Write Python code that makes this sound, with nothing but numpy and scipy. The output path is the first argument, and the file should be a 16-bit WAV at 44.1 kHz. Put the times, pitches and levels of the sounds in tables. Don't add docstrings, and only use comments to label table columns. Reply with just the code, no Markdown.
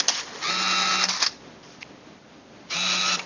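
import sys
import numpy as np
from scipy import signal
from scipy.fft import rfft, irfft, next_fast_len
from scipy.io import wavfile
from scipy.ndimage import uniform_filter1d, map_coordinates

SR = 44100
rng = np.random.default_rng(int(sys.argv[2]) if len(sys.argv) > 2 else 0)


def output_pcm(signal):
    pcm = np.clip(np.atleast_2d(signal).T, -1, 1) * 32767
    wavfile.write(sys.argv[1], SR, np.round(pcm).astype(np.int16))


def level_to_linear(level):
    exponent = np.asarray(level, float) / 20
    return 10 ** exponent


N = 143325


def unit(x):
    return x / np.sqrt(np.mean(x ** 2) + 1e-20)


def along(points, hz):
    f, v = np.transpose(points)
    return np.interp(np.log(hz + 1), np.log(f + 1), v)


def wobble(rate):
    t = np.arange(N) / SR
    coarse = np.arange(0, N + 8, 8) / SR
    knots = rng.standard_normal(int(N * rate / SR) + 4)
    return np.interp(t, coarse, map_coordinates(knots, [coarse * rate]))


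def filtered(x, response):
    m = next_fast_len(N + 8192)
    return irfft(rfft(x, m) * response(np.fft.rfftfreq(m, 1 / SR)), m)[..., :N]


def bumps(rows):
    return lambda f: level_to_linear(sum(db / (1 + ((f - c) / (w / 2)) ** 2) for c, w, db in rows))


def hiss(points, lumps_db=0):
    noise = rng.standard_normal(N) * level_to_linear(lumps_db)
    return unit(filtered(noise, lambda hz: level_to_linear(along(points, hz)) * (hz < 12000)))


def gate(t0, t1, rise, fall):
    t = np.arange(N) / SR
    return level_to_linear(-20 * (np.maximum(t0 - t, 0) / abs(rise) + np.maximum(t - t1, 0) / abs(fall)))


# f/Hz, level/dB
AIR_SPECTRUM = [(18, -69.5), (30, -14.5), (302, -1.5), (338, -7.5), (387, -4.5), (453, -9), (507, -6.5),
                (1020, -12.5), (6690, -24), (8700, -56), (14700, -120)]


def air_floor():
    return level_to_linear(-47.5 + 1.1 * wobble(13)) * hiss(AIR_SPECTRUM)


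def room(x, t60, gap_s):
    t = np.arange(SR // 2) / SR
    tail = rng.standard_normal(len(t)) * level_to_linear(-60 * t / t60) * (t >= gap_s)
    return signal.fftconvolve(x, tail / np.linalg.norm(tail))[:N]


# start t/s, end t/s, full speed f/Hz, level/dB
DRIVE_RUNS = [
    (0.491, 1.11, 185.8, -45.5),
    (2.762, 3.155, 182.6, -46.5),
    (3.184, 3.25, 186, -50.5),
]
# multiple of the speed, level/dB
DRIVE_OVERTONES = [
    (1, 3),
    (3.2, -4),
    (4.21, -3.5),
    (4.96, -1.5),
]


def hum():
    out, t = np.zeros(N), np.arange(N) / SR
    sag, spinup_s, flutter_db = 0.11, 0.022, 2
    for t0, t1, hz, db in DRIVE_RUNS:
        speed = hz * (1 - sag * np.exp(-np.maximum(t - t0, 0) / spinup_s))
        turn = 2 * np.pi * np.cumsum(speed) / SR
        tone = sum(level_to_linear(rel_db + flutter_db * wobble(29.83)) * np.sin(k * turn) for k, rel_db in DRIVE_OVERTONES)
        out += level_to_linear(db) * np.sqrt(2) * gate(t0, t1, 0.03, 0.079) * tone
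    return out


# f/Hz, width/Hz, level/dB
FRAME_MODES = [(1100, 390, 3), (1810, 250, 3), (3130, 450, 0), (4200, 300, 1.5), (5150, 400, 0.5)]


def friction(rows, colour):
    t = np.arange(N) / SR
    level = np.zeros(N)
    for t0, t1, db0, db1, t60 in rows:
        level += level_to_linear(np.interp(t, [t0, t1], [db0, db1])) * gate(t0, t1, 0.007, t60 / 3)
    grains_db = 1.5 * wobble(800) + 0.8 * wobble(90)
    z = signal.stft(hiss(colour, grains_db), nperseg=256)[2]
    field = uniform_filter1d(rng.standard_normal(z.shape), size=4, axis=0)
    field = uniform_filter1d(field, size=4, axis=1)
    patchy_db = 2.5 * unit(field)
    patchy = signal.istft(z * level_to_linear(patchy_db), nperseg=256)[1][:N]
    return level * unit(filtered(patchy, bumps(FRAME_MODES)))


# start t/s, end t/s, level/dB at start, level/dB at end, fade t60/s
COASTING_STROKES = [
    (.005, .075, -34, -37.5, .05),
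    (.21, .42, -40, -37, .1),
    (3.17, 3.3, -34, -46.5, .1),
]
# f/Hz, level/dB
DULL_SPECTRUM = [(88, -32), (150, -10), (428, -1), (1200, -3), (1500, -5), (2000, -3), (2660, -7.5),
                 (6690, -5.5), (8700, -38), (14700, -120)]


def coasting():
    return friction(COASTING_STROKES, DULL_SPECTRUM)


# start t/s, end t/s, level/dB at start, level/dB at end, fade t60/s
NOTE_STROKES = [
    (.1, .205, -28, -27.5, 0.13),
    (1.63, 1.75, -49.5, -51, 0.33),
    (1.81, 1.828, -44, -45, 0.016),
]
# f/Hz, level/dB
PAPER_SPECTRUM = [(120, -52), (200, -20), (1040, -7.5), (1520, -7), (1660, -7.5), (3510, -6.5), (5450, -2),
                  (6690, -6.5), (8700, -39.5), (14700, -120)]


def note_sliding():
    return friction(NOTE_STROKES, PAPER_SPECTRUM)


# start t/s, end t/s, level/dB at start, level/dB at end, fade t60/s
ROLLER_STROKES = [(1.05, 1.08, -24, -37, 0.038), (1.087, 1.11, -23, -27, 0.057),
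                  (1.11, 1.2, -28.5, -28.5, 0.04), (1.204, 1.222, -27, -27, .03),
                  (1.226, 1.254, -17, -27.5, 0.054), (1.268, 1.3, -27.5, -41.5, 0.38),
                  (2.704, 2.716, -35, -32, 0.046)]
# f/Hz, level/dB
RUBBER_SPECTRUM = [(120, -40), (200, -26), (365, -18.5), (1180, -6), (2730, -6), (2980, -9.5), (5210, 0.5),
                   (6690, -7.5), (8700, -17), (14700, -120)]


def rollers():
    return friction(ROLLER_STROKES, RUBBER_SPECTRUM)


def impacts(rows, width=0.085, snap_db=-12):
    out, t, snap = np.zeros(N + SR), np.arange(SR // 8) / SR, hiss(RUBBER_SPECTRUM)
    knock_hz, knock_width, blow_s = 1290, 0.255, 0.00062
    for s, db, hz, t60, knock_db in rows:
        spread = np.linspace(-1, 1, 5)[:, None] + rng.uniform(-0.2, 0.2, (5, 1))

        def modes(centre, wide):
            return np.sin(2 * np.pi * centre * (1 + wide * spread) * t).sum(0) / 4

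        at = round(s * SR)
        body = modes(hz, width) + level_to_linear(knock_db) * modes(knock_hz, knock_width)
        body += level_to_linear(snap_db) * hz / 5000 * np.resize(snap[at:], len(t))
        out[at:][:len(t)] += level_to_linear(db - 60 * t / t60) * (1 - np.exp(-t / blow_s)) * body
    return out[:N]


# t/s, peak level/dB, ring f/Hz, t60/s, knock level/dB
TAP_BLOWS = [
    (1.8165, -30, 2500, .012, -20),
    (1.8215, -31, 2300, .015, -20),
    (1.824, -27, 2400, .013, -18),
    (1.8288, -13, 2380, .012, -13),
    (1.8286, -23, 3500, .007, -20),
    (1.8288, -27, 4500, .006, -20),
    (1.8288, -29, 6500, .008, -20),
]


def taps():
    return impacts(TAP_BLOWS, snap_db=-24)


# t/s, peak level/dB, ring
# f/Hz, t60/s, knock level/dB
CLACK_BLOWS = [(.082, -26.5, 585, .06, -10), (.087, -27, 790, 0.097, -22), (.099, -20.5, 816, 0.062, -17),
               (.46, -35.5, 433, 0.52, -30), (1.0365, -23, 775, 0.041, -12), (1.14, -24, 1100, 0.14, -24),
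               (.35, -33.5, 432, 0.12, -22), (1.0385, -4, 5440, 0.033, -14), (1.087, -11, 4930, 0.018, -26),
               (1.0915, -9, 5260, .03, -31), (1.096, -16, 3710, 0.048, -23), (1.2045, -27, 5520, .04, -24),
               (1.228, -10.5, 5480, 0.06, -14), (1.2634, -2, 4845, 0.032, -23), (.437, -27, 4400, .1, -18),
               (2.722, -27, 4400, .08, -23), (3.192, -15.5, 3920, .02, -1),
               (3.1945, -13.5, 2484, .04, -10.5), (3.2, -28, 2730, .025, -10)]


def flap_clacks():
    return impacts(CLACK_BLOWS)


# t/s, peak level/dB, ring f/Hz, t60/s, knock level/dB
ENTRY_BLOWS = [(0, -11, 5150, .04, -22), (0, -15, 6400, .035, -30), (0, -17, 3320, .035, -24),
               (.0035, -13, 3300, .016, -18), (.0033, -12, 5950, .022, -30), (.001, -17, 4270, .035, -30),
               (.0795, -21, 4550, .025, -12), (.0828, -5, 6350, .018, -30), (.083, -8, 5150, .035, -18),
               (.0825, -12, 4500, .04, -20), (.083, -19, 2900, .045, -10), (.0875, -12, 5950, .035, -20),
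               (.088, -17, 3320, .04, -14), (.089, -17, 6700, .02, -30), (.0938, -8, 5750, .015, -20),
               (.0935, -15, 3300, .022, -16), (.1015, -19, 6200, .025, -30), (.1015, -20, 5100, .03, -20),
               (.0975, -21, 4400, .015, -30)]


def entry_flap():
    return impacts(ENTRY_BLOWS, width=0.015, snap_db=-13)


# t/s, shaft speed f/Hz, rattle level/dB, mesh load level/dB
MOTOR_RUNS = [
    [(0.425, 88.5, -34.5, -19), (0.448, 95.4, -34.5, 0.5), (0.464, 99.7, -36, 2.5), (0.5, 107.1, -33, -0.5),
     (0.598, 110.1, -31, 1.5), (0.792, 108.8, -30.5, 4.5), (0.844, 108.5, -30, 1), (1.03, 110, -30.5, 3.5),
     (1.035, 109.4, -22, 6)],
    [(2.71, 90.1, -37, -6), (2.728, 96.5, -35, 0), (2.748, 101.5, -33, 1), (2.78, 105.7, -34, 3.5),
     (2.962, 107.1, -30, 3), (3.048, 105.2, -34, 4.5), (3.108, 110.7, -28.5, 1.5), (3.155, 110.2, -28.5, 3)],
]
# shaft order, level/dB in first run, level/dB in second under load, level/dB once free
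MESH_ORDERS = [(11, -45, -53, -42), (12, -33, -44, -32.5), (13, -42.5, -47, -42), (21, -52.5, -73, -55),
               (22, -47, -57, -62), (23, -41.5, -41.5, -42), (24, -51, -43, -35.5), (25, -40.5, -40, -45),
               (26, -68, -57, -50), (33, -40.5, -37, -40), (34, -69, -58, -49), (35, -37.5, -52, -52),
               (36, -37.5, -38, -38), (37, -45, -38.5, -52), (40, -42, -57, -56), (46, -40, -54, -50),
               (47, -48.5, -53, -46), (48, -49.5, -56, -57), (49, -42.5, -52, -54), (59, -71.5, -51, -46),
               (61, -72, -45.5, -43.5)]
# f/Hz, width/Hz, level/dB
PANEL_MODES = [(1050, 70, -6.5), (2300, 70, 10), (2710, 130, 3.5), (3410, 560, -10), (3890, 450, 4)]
# f/Hz, level/dB
RATTLE_SPECTRUM = [(120, -37), (200, -13.5), (677, -11), (1310, -13), (1500, -16.5), (2500, -8.5),
                   (3030, -7.5), (3890, -8.5), (6690, -5), (8700, -58), (14700, -120)]
# f/Hz, width/Hz, level/dB
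HOUSING_MODES = [(788, 32, 9), (1263, 214, 11), (1800, 690, 9), (2380, 420, 3.5), (4110, 360, 9),
                 (4400, 120, 1), (5220, 700, 2), (6500, 160, -6)]
# f/Hz, width/Hz, level/dB
NOTE_DAMPING = [
    [],
    [(1290, 610, -2.5), (2030, 160, -7.5), (4250, 300, -5)],
]


def motor():
    out, t = np.zeros(N), np.arange(N) / SR
    free = 1 / (1 + np.exp(np.clip((3.06 - t) / 0.027, -50, 50)))
    group_lag = 2.1
    for k, run in enumerate(MOTOR_RUNS):
        s, hz, rattle_db, load_db = np.transpose(run)
        speed = np.interp(t, s, hz) * (1 + 0.001 * wobble(40))
        turn = 2 * np.pi * np.cumsum(speed) / SR

        mesh = np.zeros(N)
        for row in MESH_ORDERS:
            order = round(row[0])
            line_db = row[1 + k] + free * (row[-1] - row[1 + k]) + 2 * wobble(45)
            phase = order * (turn + group_lag * round(row[0] / 12))
            mesh += level_to_linear(line_db) * np.sqrt(2) * np.cos(phase)
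        mesh = filtered(mesh, bumps(PANEL_MODES))

        rattle = hiss(RATTLE_SPECTRUM, 3 * wobble(1200))
        rattle = filtered(rattle, bumps(HOUSING_MODES + NOTE_DAMPING[k]))
        rattle = unit(rattle + 0.6 * room(rattle, 0.05, 0))
        rattle *= 1 + 0.15 * np.cos(turn)
        level_db = uniform_filter1d(np.interp(t, s, rattle_db), size=900) + 5 + wobble(25.03)

        both = level_to_linear(np.interp(t, s, load_db)) * mesh + level_to_linear(level_db) * rattle
        out += gate(s[0], s[-1], 0.021, 0.016) * both
    return out


def scene():
    machine = motor() + note_sliding() + rollers() + coasting() + flap_clacks() + entry_flap()
    echo = level_to_linear(-15) * room(machine, 0.2, 0.004)
    return np.tile(machine + echo + hum() + taps() + air_floor(), (2, 1))


def band_limit(x):
    return signal.sosfilt(signal.butter(12, 11130, fs=SR, output="sos"), x)


# f/Hz, level/dB
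MIC_RESPONSE = [(60, -5.5), (150, 0), (6750, -1), (7000, -11.5), (7600, -26), (7900, -73)]
# f/Hz, level/dB
IMAGE_LEAK = [(8600, -75.5), (9100, -21.5), (9400, -23.5), (10000, -38.5), (10600, -56), (11200, -78)]
# f/Hz, level/dB
SIDE_SPECTRUM = [(1300, -72.5), (1900, -22), (2600, -14.5), (3400, -22.5), (4200, -27.5), (6800, -53.5),
                 (7200, -9.5), (10000, -19)]


def record(dry):
    t = np.arange(N) / SR
    mirror = dry[0] * 2 * np.cos(2 * np.pi * 16000 * t)
    mid = filtered(dry[0], lambda hz: level_to_linear(along(MIC_RESPONSE, hz)))
    mid += filtered(mirror, lambda hz: level_to_linear(along(IMAGE_LEAK, hz)))
    mid += level_to_linear(-92) * np.sin(2 * np.pi * 11025 * t)
    side = filtered(mid * unit(wobble(200)), lambda hz: level_to_linear(along(SIDE_SPECTRUM, hz)))
    return band_limit(np.array([mid + side, mid - side]))


dry = scene()
out = record(dry)
output_pcm(out)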